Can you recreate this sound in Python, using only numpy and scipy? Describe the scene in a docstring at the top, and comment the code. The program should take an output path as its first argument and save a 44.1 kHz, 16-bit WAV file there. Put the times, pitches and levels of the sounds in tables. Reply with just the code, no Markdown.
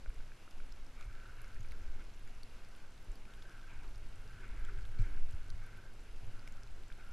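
"""A soft rush of skis in deep powder, swelling in each turn, heard from a body-worn camera's closed case.
The snow sounds through the case's resonances; grains tick on the shell and gear knocks against it.
Wind rumbles on the case; bumps in the run push it and set its mount ringing. A soft hiss lies behind.
All mono, except for the faint self-noise of the two microphones."""
import sys
import numpy as np
from scipy import signal
from scipy.fft import rfft, irfft
from scipy.io import wavfile
from scipy.ndimage import uniform_filter1d

SR = 44100
rng = np.random.default_rng(int(sys.argv[2]) if len(sys.argv) > 2 else 0)


def int16_out(signal):
    """Quantize to a 16-bit WAV file."""
    q = np.round(np.clip(np.atleast_2d(signal).T, -1, 1) * 32767)
    wavfile.write(sys.argv[1], SR, q.astype(np.int16))


N = 313992

# air stream on the case: t/s, rumble/dB, mount shake/dB
AIR_STREAM = [(0, -55.5, -70), (.22, -45, -60), (.4, -59, -69.5), (.65, -46, -73), (.92, -51, -66.5),
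              (1.45, -49, -58), (1.75, -43, -72.5), (2.2, -49, -64.5), (2.85, -55, -67.5),
              (3.3, -51.5, -65.5), (3.55, -51.5, -64), (3.76, -46, -60), (4.05, -46.5, -60),
              (4.38, -52, -55.5), (4.55, -36.5, -63.5), (4.65, -42.5, -56.5), (4.78, -41, -53),
              (4.93, -46.5, -54.5), (5.15, -40, -62), (5.3, -45.5, -62), (5.56, -44, -53),
              (5.8, -53.5, -58.5), (6.1, -47.5, -69.5), (6.28, -49.5, -58), (7.12, -50, -63.5)]
# a weighted ski swishes through powder: t/s, length/s, level/dB, brightness/(dB/octave)
SKI_SWISHES = [(1.085, 0.23, -64, 12), (1.272, 0.3, -65, -11), (1.72, 0.3, -69, 11), (2.508, 0.42, -71, 10),
               (3.254, 0.21, -66.5, 10), (3.455, 0.16, -63, 13), (3.613, 0.24, -66, 28),
               (4.028, 0.37, -71, -3), (4.285, 0.15, -64.5, 26), (4.454, 0.395, -64.5, -4),
               (4.92, 0.26, -64, 11), (5.274, 0.29, -69, -2), (5.589, .11, -64, 13), (5.7, 0.21, -66.5, 11),
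               (6.3, 0.37, -67, -8), (6.977, 0.3, -65.5, -26)]
# case resonances rung by spray: f/Hz, width/Hz, gain/dB
SPRAY_RESONANCES = [(2180, 210, -6), (2320, 1170, -14.5), (885, 280, -26)]


def skis(spray_trim_db=-3.0, plough_trim_db=-4.0, speed_follow=0.15):
    """Snow glides, sprays, is ploughed and packs under the skis, coloured by the case."""
    # heaps shoved aside: t/s, length/s, level/dB
    heaps = [(1.57, 0.22, -68.5), (1.95, 0.08, -62.5), (3.05, 0.3, -63.5), (4.38, 0.24, -62),
             (4.63, 0.16, -63), (4.96, 0.237, -60), (5.7, 0.31, -65), (6.2, 0.42, -65)]
    # snow packing under a ski: t/s, length/s, level/dB
    packs = [(3.69, 0.086, -67.5), (3.78, 0.12, -68), (4.42, 0.18, -72.5), (4.96, 0.26, -84)]
    # case resonances rung by ploughing: f/Hz, width/Hz, gain/dB
    plough_modes = [(195.6, 124, 3.5), (378, 49, 0), (610, 840, -11.5)]
    # resonances of packing snow: f/Hz, width/Hz, gain/dB
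    pack_modes = [(910, 540, 5), (530, 240, -11.5)]
    furrow = from_db(-69.0 + speed_follow * airflow_db())
    plough_db = summed_db(furrow, arches(heaps, roundness=0.15))
    pack_db = summed_db(arches(packs, roundness=0.54))
    return (glide() + crunch(spray_db() + spray_trim_db, SPRAY_RESONANCES)
            + crunch(plough_db + plough_trim_db, plough_modes) + crunch(pack_db, pack_modes))


def glide(speed_follow=0.32, pivot_hz=1480):
    """Coasting plus a swell per swish; bright swishes favour the higher resonances."""
    # case resonances rung by gliding: f/Hz, width/Hz, gain/dB
    modes = [(1365, 153, -4), (1541, 135, -4.5), (1568, 320, -7)]
    out, coast = 0, from_db(-73.0 + speed_follow * airflow_db())
    for hz, width_hz, db in modes:
        octaves = np.log2(hz / pivot_hz)
        rows = [(s, length_s, level + bright * octaves) for s, length_s, level, bright in SKI_SWISHES]
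        swish = arches(rows, roundness=0.14)
        out += crunch(summed_db(coast, swish) + db, [(hz, width_hz, 0)], flutter_db=2.5)
    return out


def crunch(level_db, modes, flutter_db=2.0, expand=0.21):
    """Breaking crystals ring the modes: near silent under light pressure, crushed under hard."""
    expanded_db = level_db + expand * (level_db - level_db.max())
    gain = from_db(expanded_db + flutter_db * drift(rate_hz=110))
    crystals = body(lambda: grains(per_s=6000, spread_db=4.5), modes)
    return gain * steady(crystals, window_s=0.045)


def spray_db(speed_follow=0.5):
    """Level of loose snow: a little while coasting, more in each swish."""
    coast = from_db(-75.5 + speed_follow * airflow_db())
    swish = arches([row[:3] for row in SKI_SWISHES], roundness=0.42)
    return summed_db(coast, from_db(-9.5) * swish)


def edge_bites(attack_s=0.0076, release_s=0.057):
    """A biting edge throws a soft jet of spray."""
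    # jets: t/s, hold/s, f/Hz, width/Hz, level/dB
    jets = [(.955, 0.068, 2270, 380, -68), (3.683, 0.031, 2400, 625, -64), (3.785, .033, 2330, 620, -75),
            (4.414, 0.26, 2140, 620, -66.5), (4.982, .042, 2200, 620, -65), (4.988, 0.017, 4800, 4000, -70),
            (5.056, 0.081, 2200, 620, -77), (5.585, 0.16, 2120, 420, -71)]
    out, rush = 0, white()
    for s, hold_s, hz, width_hz, db in jets:
        t = np.arange(N) / SR - s
        rise = np.clip(t / attack_s, 0, 1)
        release = np.exp(-np.maximum(t - attack_s - hold_s, 0) / release_s)
        out += from_db(db) * rise * release * body(lambda: rush, [(hz, width_hz, 0)])
    return out


def clods(width_hz=380):
    """A clod breaks under a ski, ringing the case at its own pitch and in the spray resonances."""
    # breaks: t/s, length/s, low ring f/Hz, low ring/dB, upper ring/dB
    breaks = [(0.955, 0.12, 1370, -64, -74), (1.237, 0.033, 1500, -59, -81),
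              (1.384, 0.018, 1410, -59.5, -65), (1.437, 0.017, 1400, -66, -61),
              (1.983, .054, 1470, -65, -68), (2.27, 0.017, 1480, -65, -62), (2.315, .05, 1490, -74, -77),
              (4.43, 0.028, 1490, -54.5, -61.5), (4.679, 0.028, 1450, -55, -69),
              (4.782, .018, 1500, -65, -64), (4.842, 0.02, 1480, -61, -67), (5.167, .021, 1480, -59.5, -67),
              (6.986, 0.033, 1390, -64, -65.5)]
    out, rush = 0, white()
    upper = steady(body(white, SPRAY_RESONANCES), window_s=0.04)
    for s, length_s, hz, low_db, upper_db in breaks:
        low = steady(body(lambda: rush, [(hz, width_hz, 0)]), window_s=0.037)
        pressure = arches([(s, length_s, 0)], roundness=0.74)
        out += pressure * (from_db(low_db) * low + from_db(upper_db) * upper)
    return out


def firm_snow():
    """Firmer snow shakes the case into a brief drone."""
    # firm patches: t/s, length/s, level/dB
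    patches = [(3.06, 0.072, -67.5), (4.245, 0.025, -64), (4.4, .07, -65.5), (4.49, .08, -69),
               (4.68, 0.12, -64.5), (4.98, .05, -61), (5.15, .06, -72), (6.74, 0.087, -73)]
    # low case resonance: f/Hz, width/Hz, gain/dB
    modes = [(380, 80, 0)]
    return arches(patches, roundness=0.56) * steady(body(white, modes), window_s=0.038)


def wind(rumble_trim_db=-1.5, shake_trim_db=-2.5):
    """Eddies press on the case and shake it on its mount."""
    # eddy spectrum: f/Hz, relative density/dB
    spectrum = [(4, -8), (10, -1), (18, -4.5), (28, -16.5), (40, -18.5), (58, -25.5), (75, -31), (150, -55),
                (400, -53), (1000, -100)]
    # mount resonance: f/Hz, width/Hz, gain/dB
    mount_modes = [(100, 24, 0)]
    rumble_db, shake_db = in_time(AIR_STREAM)
    eddies = noise(spectrum)
    audible = butter(eddies, 20, "high", order=4)
    audible_rms = np.sqrt(uniform_filter1d(audible ** 2, size=6000) + 1e-6)
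    rumble = from_db(rumble_db + rumble_trim_db) * eddies / audible_rms
    mount = steady(body(white, mount_modes), window_s=0.15)
    return rumble + from_db(shake_db + shake_trim_db) * mount


def airflow_db():
    """Air stream level about its mean; stands for the speed of the run."""
    rumble_db, _ = in_time(AIR_STREAM)
    return rumble_db - rumble_db.mean()


def bumps(lag_s=0.0311, mount_hz=102, case_hz=390, rise_s=0.003, decay_s=0.024):
    """A jolt rings the mount and, faintly, the case; a slow push of air crests just after."""
    # jolts: t/s, push f/Hz, push/dB, ring/dB
    jolts = [(0.06, 27.4, -31.5, -54), (1.049, 31, -35, -47), (1.597, 2.7, -61, -40), (3.071, 24, -34, -49),
             (4.042, 9.5, -33, -50), (4.464, 46, -49, -62), (4.717, 16, -26.5, -51),
             (4.993, 18.4, -20, -27), (5.311, 54, -35, -47.5), (5.512, 41, -35, -72),
             (6.231, 4.6, -37, -41), (6.271, 7.5, -42, -45.5)]
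    out, t = np.zeros(N), np.arange(9000) / SR
    ring = np.sin(2 * np.pi * mount_hz * t) + from_db(-27) * np.sin(2 * np.pi * case_hz * t)
    ring *= np.exp(-t / decay_s) * (1 - np.exp(-t / rise_s))
    for s, hz, push_db, ring_db in jolts:
        # one pressure crest between two shallow troughs
        phase_sq = (np.pi * hz * (np.arange(N) / SR - s - lag_s)) ** 2
        out += from_db(push_db) * (1 - 2 * phase_sq) * np.exp(-np.minimum(phase_sq, 50))
        add(out, s, from_db(ring_db) * ring)
    return out


def gear_knocks(upper_hz=2330, thud_hz=600):
    """Gear strikes the case: a low and an upper ring over a dull thud."""
    # blows: t/s, f/Hz, level/dB, relative upper ring/dB, relative thud/dB
    blows = [(0.06, 1480, -47, -7, -7), (.102, 1520, -53, -2, -14), (.2046, 1500, -53, -7, -14),
             (0.3182, 1590, -50.5, -7, -10), (.477, 1330, -52, -12, -7), (0.6012, 1460, -52, -4, -16),
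             (1.0097, 1330, -51, -7, -20), (1.416, 1400, -54, -12, -16), (1.564, 1750, -51.5, -5, -14),
             (1.647, 1400, -55.5, 2, -10), (6.9013, 1570, -50, -7, -12), (6.9175, 1490, -52.5, -2, -12)]
    out, t = np.zeros(N), np.arange(1500) / SR
    for s, hz, db, upper_db, thud_db in blows:
        upper = from_db(upper_db) * ping(t, upper_hz, cycles=3.4)
        thud = from_db(thud_db) * ping(t, thud_hz, cycles=0.78)
        add(out, s, from_db(db) * (ping(t, hz, cycles=2.36) + upper + thud))
    return out


def grain_ticks(crack_db=-5.5, crumble_s=0.0023):
    """A snow grain rings the spot it hits and crumbles with a faint crack."""
    # largest grains: t/s, f/Hz, decay/cycles, level/dB
    large_grains = [(.0972, 10460, 5, -61), (.1447, 9120, 2.5, -59), (.5103, 5270, 1.4, -49),
                    (0.72, 4010, 2.3, -55), (0.7236, 5160, 3, -49), (.8651, 5270, 5, -58),
                    (1.0103, 6940, 4, -55), (1.011, 3550, 2, -51), (1.0259, 2370, 2.9, -52),
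                    (1.4177, 11100, 5, -51), (1.4308, 11210, 2.5, -60), (1.445, 5000, 1.3, -51),
                    (1.6066, 6480, 5, -55), (1.6638, 10460, 5, -61), (1.6876, 5240, 2.5, -55),
                    (1.7125, 4010, 1, -50), (1.72, 2180, 2.5, -47.5), (1.72, 11210, 1.2, -53),
                    (2.2756, 6900, 5.1, -57), (2.4323, 4460, 6, -48.5), (2.433, 9100, 1.2, -51),
                    (2.6488, 4920, 2.5, -54), (2.7636, 9770, 1.2, -54), (3.0464, 9120, 2.5, -58),
                    (3.1173, 7400, 2.3, -54), (3.1556, 4630, 5, -57), (3.1562, 12000, 1.2, -54),
                    (3.253, 2340, 2.3, -54), (3.3377, 3240, 0.93, -48.5), (3.423, 3490, 2.2, -49),
                    (3.4266, 4920, 1.1, -50), (3.4958, 6050, 1.2, -53), (3.9488, 4290, 1.5, -53),
                    (3.958, 5200, 2, -53), (3.9796, 9000, 5, -57), (4.6498, 3260, 4, -55),
                    (4.65, 7430, 5, -55.5), (4.8529, 3490, 2.5, -51.5), (4.9891, 4290, 2.5, -52),
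                    (5.02, 7950, 3, -54), (5.3105, 7950, 2.5, -52), (5.3248, 6940, 1.2, -53),
                    (5.5028, 4500, 1.3, -41.5), (5.6641, 11100, 5, -55), (5.934, 10460, 2.5, -62),
                    (6.127, 9770, 1.2, -61), (6.3945, 4580, 2.5, -52), (6.4757, 2220, 2.6, -44.5),
                    (6.4773, 7500, 1.6, -53), (6.4864, 6480, 2.5, -56), (6.5231, 6940, 2.5, -51),
                    (6.562, 11210, 1.2, -57), (6.5718, 6050, 1.2, -54), (6.634, 5650, 1.3, -47.5),
                    (6.8826, 7430, 2.5, -57), (6.9243, 9770, 1.2, -57), (6.9246, 3320, 1.9, -51)]
    out, t = np.zeros(N), np.arange(900) / SR
    for s, hz, cycles, db in large_grains + stray_grains():
        tone = ping(t, hz, cycles)
        contact = rng.standard_normal(len(t)) * np.exp(-t / crumble_s)
        crack = shell_crack(contact, hz)
        crack *= np.linalg.norm(tone) / np.linalg.norm(crack)
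        add(out, s, from_db(db) * (tone + from_db(crack_db) * crack))
    return out


def shell_crack(contact, hz):
    """The plastic shell cracks; big soft lumps that ring low also crack dully."""
    crack = butter(contact, 0.3 * hz, "high", order=1)
    crack = butter(crack, np.clip(1.5 * hz, 6000, 10500), "low")
    return crack + 0.28 * resonate(crack, 3700, 1100) + 1.1 * resonate(crack, 11400, 900)


def stray_grains(count=24, low_hz=3500, high_hz=12000, cycles=2.2, db_per_octave=-2.5, spread_db=5.0):
    """Smaller grains hit at random, higher ones fainter: t/s, f/Hz, decay/cycles, level/dB."""
    jitter, spot, size = rng.uniform(0, 1, (count, 3)).T
    times_s = (np.arange(count) + jitter) / count * (N - 1) / SR
    hz = low_hz * (high_hz / low_hz) ** spot
    db = -59.5 + db_per_octave * np.log2(hz / low_hz) + spread_db * (2 * size - 1)
    return list(zip(times_s, hz, np.full(count, cycles), db))


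def flurry(base_per_s=70, gain_db=-36.5, db_per_octave=-3.5, width_hz=900, spray_follow=0.94):
    """Fine grains patter on the shell, each spot at its own pitch; denser with more spray."""
    loose_db = spray_db()
    per_s = base_per_s * from_db(spray_follow * (loose_db - loose_db.mean()))
    spots_hz = np.geomspace(2000, 11000, num=12)
    gains = from_db(gain_db + db_per_octave * np.log2(spots_hz / spots_hz[0]))
    return sum(gain * resonate(grains(per_s / len(spots_hz), spread_db=2.0), hz, width_hz)
               for hz, gain in zip(spots_hz, gains))


def background_hiss(floor_db=-63.0, waver_db=0.5, swell_db=-73, period_s=0.96, crest_s=0.47):
    """A steady soft hiss and a thin one swelling about once a second."""
    # soft hiss: f/Hz, relative density/dB
    soft_spectrum = [(60, 9.5), (150, 7), (300, 5), (500, 3), (900, 0), (1800, -3), (2700, -4), (3400, -8),
                     (5000, -10), (7000, -14), (9600, -20), (11000, -17.5), (12500, -21.5), (14500, -34.5)]
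    # thin hiss: f/Hz, relative density/dB
    thin_spectrum = [(2000, -9), (2500, -3.5), (2790, 4), (3100, -10), (6000, -30), (9700, -23),
                     (10250, -9), (11000, -21), (13000, -32)]
    soft = from_db(floor_db + waver_db * drift(rate_hz=14)) * noise(soft_spectrum)
    swell = np.cos(np.pi * (np.arange(N) / SR - crest_s) / period_s) ** 2
    return soft + from_db(swell_db) * swell * noise(thin_spectrum)


def microphones(level_db=-75.5):
    """Independent self-noise, left and right."""
    # self-noise: f/Hz, relative density/dB
    spectrum = [(100, -38), (220, -7.5), (500, -3.5), (3000, -4), (6000, -6), (9500, -10), (11000, -17.5),
                (14000, -34)]
    return from_db(level_db) * np.array([noise(spectrum), noise(spectrum)])


def from_db(db):
    """Decibels to gain."""
    return 10 ** (np.asarray(db) / 20)


def summed_db(*gains):
    """Power sum of unrelated sounds."""
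    return 10 * np.log10(sum(g ** 2 for g in gains) + 1e-18)


def rms_one(x):
    """Scale to rms 1."""
    return x / np.sqrt(np.mean(x ** 2) + 1e-20)


def steady(x, window_s):
    """Even out the slow level; rms 1."""
    power = uniform_filter1d(rms_one(x) ** 2, size=int(window_s * SR))
    return rms_one(x / np.sqrt(np.abs(power) + 1e-4))


def in_time(rows):
    """Each column of a timed curve, per sample."""
    s, *columns = np.transpose(rows)
    return [np.interp(np.arange(N) / SR, s, c) for c in columns]


def add(out, s, sound):
    """Mix a sound in at s seconds."""
    start = max(0, round(s * SR))
    out[start:start + len(sound)] += sound[:N - start]


def arches(rows, roundness):
    """Gain of pressure building and easing, one arch per row: t/s, length/s, level/dB."""
    power = np.zeros(N)
    for s, length_s, db in rows:
        arch = np.sin(np.linspace(0, np.pi, int(length_s * SR)))
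        add(power, s, (from_db(db) * np.abs(arch) ** roundness) ** 2)
    return np.sqrt(power)


def white():
    """White noise."""
    return rng.standard_normal(N)


def noise(spectrum):
    """Coloured noise; rms 1."""
    hz, db = np.transpose(spectrum)
    bins_hz = np.fft.rfftfreq(N, 1 / SR) + 1e-3
    gain = from_db(np.interp(np.log(bins_hz), np.log(hz), db))
    return rms_one(irfft(rfft(white()) * gain, N))


def drift(rate_hz):
    """Random wander; rms 1."""
    knots = rng.standard_normal(1000)
    return rms_one(np.interp(np.arange(N) / SR * rate_hz, np.arange(len(knots)), knots))


def grains(per_s, spread_db):
    """Random clicks of uneven size."""
    out, hits = np.zeros(N), rng.random(N) < per_s / SR
    draw = rng.uniform(-1, 1, N)[hits]
    size = np.minimum(-np.log(np.abs(draw)), 4)
    out[hits] = np.sign(draw) * from_db(spread_db * size)
    return out


def butter(x, hz, kind, order=2):
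    """Butterworth filter."""
    return signal.sosfilt(signal.butter(order, hz, kind, fs=SR, output="sos"), x)


def resonate(x, hz, width_hz):
    """One resonance; peak gain 1."""
    r = np.exp(-np.pi * width_hz / SR)
    feedback = [1, -2 * r * np.cos(2 * np.pi * hz / SR), r * r]
    return signal.lfilter(np.array([1, 0, -1]) * (1 - r * r) / 2, feedback, x + 1e-18)


def body(excite, modes):
    """Steep-sided resonances, each driven by its own call of excite; rms 1."""
    return rms_one(sum(from_db(db) * resonate(resonate(excite(), hz, width_hz), hz, width_hz)
                       for hz, width_hz, db in modes))


def ping(t, hz, cycles, rise_share=0.56):
    """A spot on the case swells quickly and rings for a few cycles; peak 1."""
    age = t * hz / cycles
    wave = np.sin(2 * np.pi * hz * t) * np.exp(-age) * (1 - np.exp(-age / rise_share))
    return wave / np.abs(wave).max()


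def scene():
    """All but the self-noise is alike in both channels."""
    mono = (wind() + bumps() + skis() + firm_snow() + edge_bites() + clods()
            + gear_knocks() + grain_ticks() + flurry() + background_hiss())
    return mono + microphones()


def record(dry):
    """Steep low-pass at 14.9 kHz."""
    return signal.sosfilt(signal.ellip(10, 0.1, 80, 14900, fs=SR, output="sos"), dry)


dry = scene()
out = record(dry)
int16_out(out)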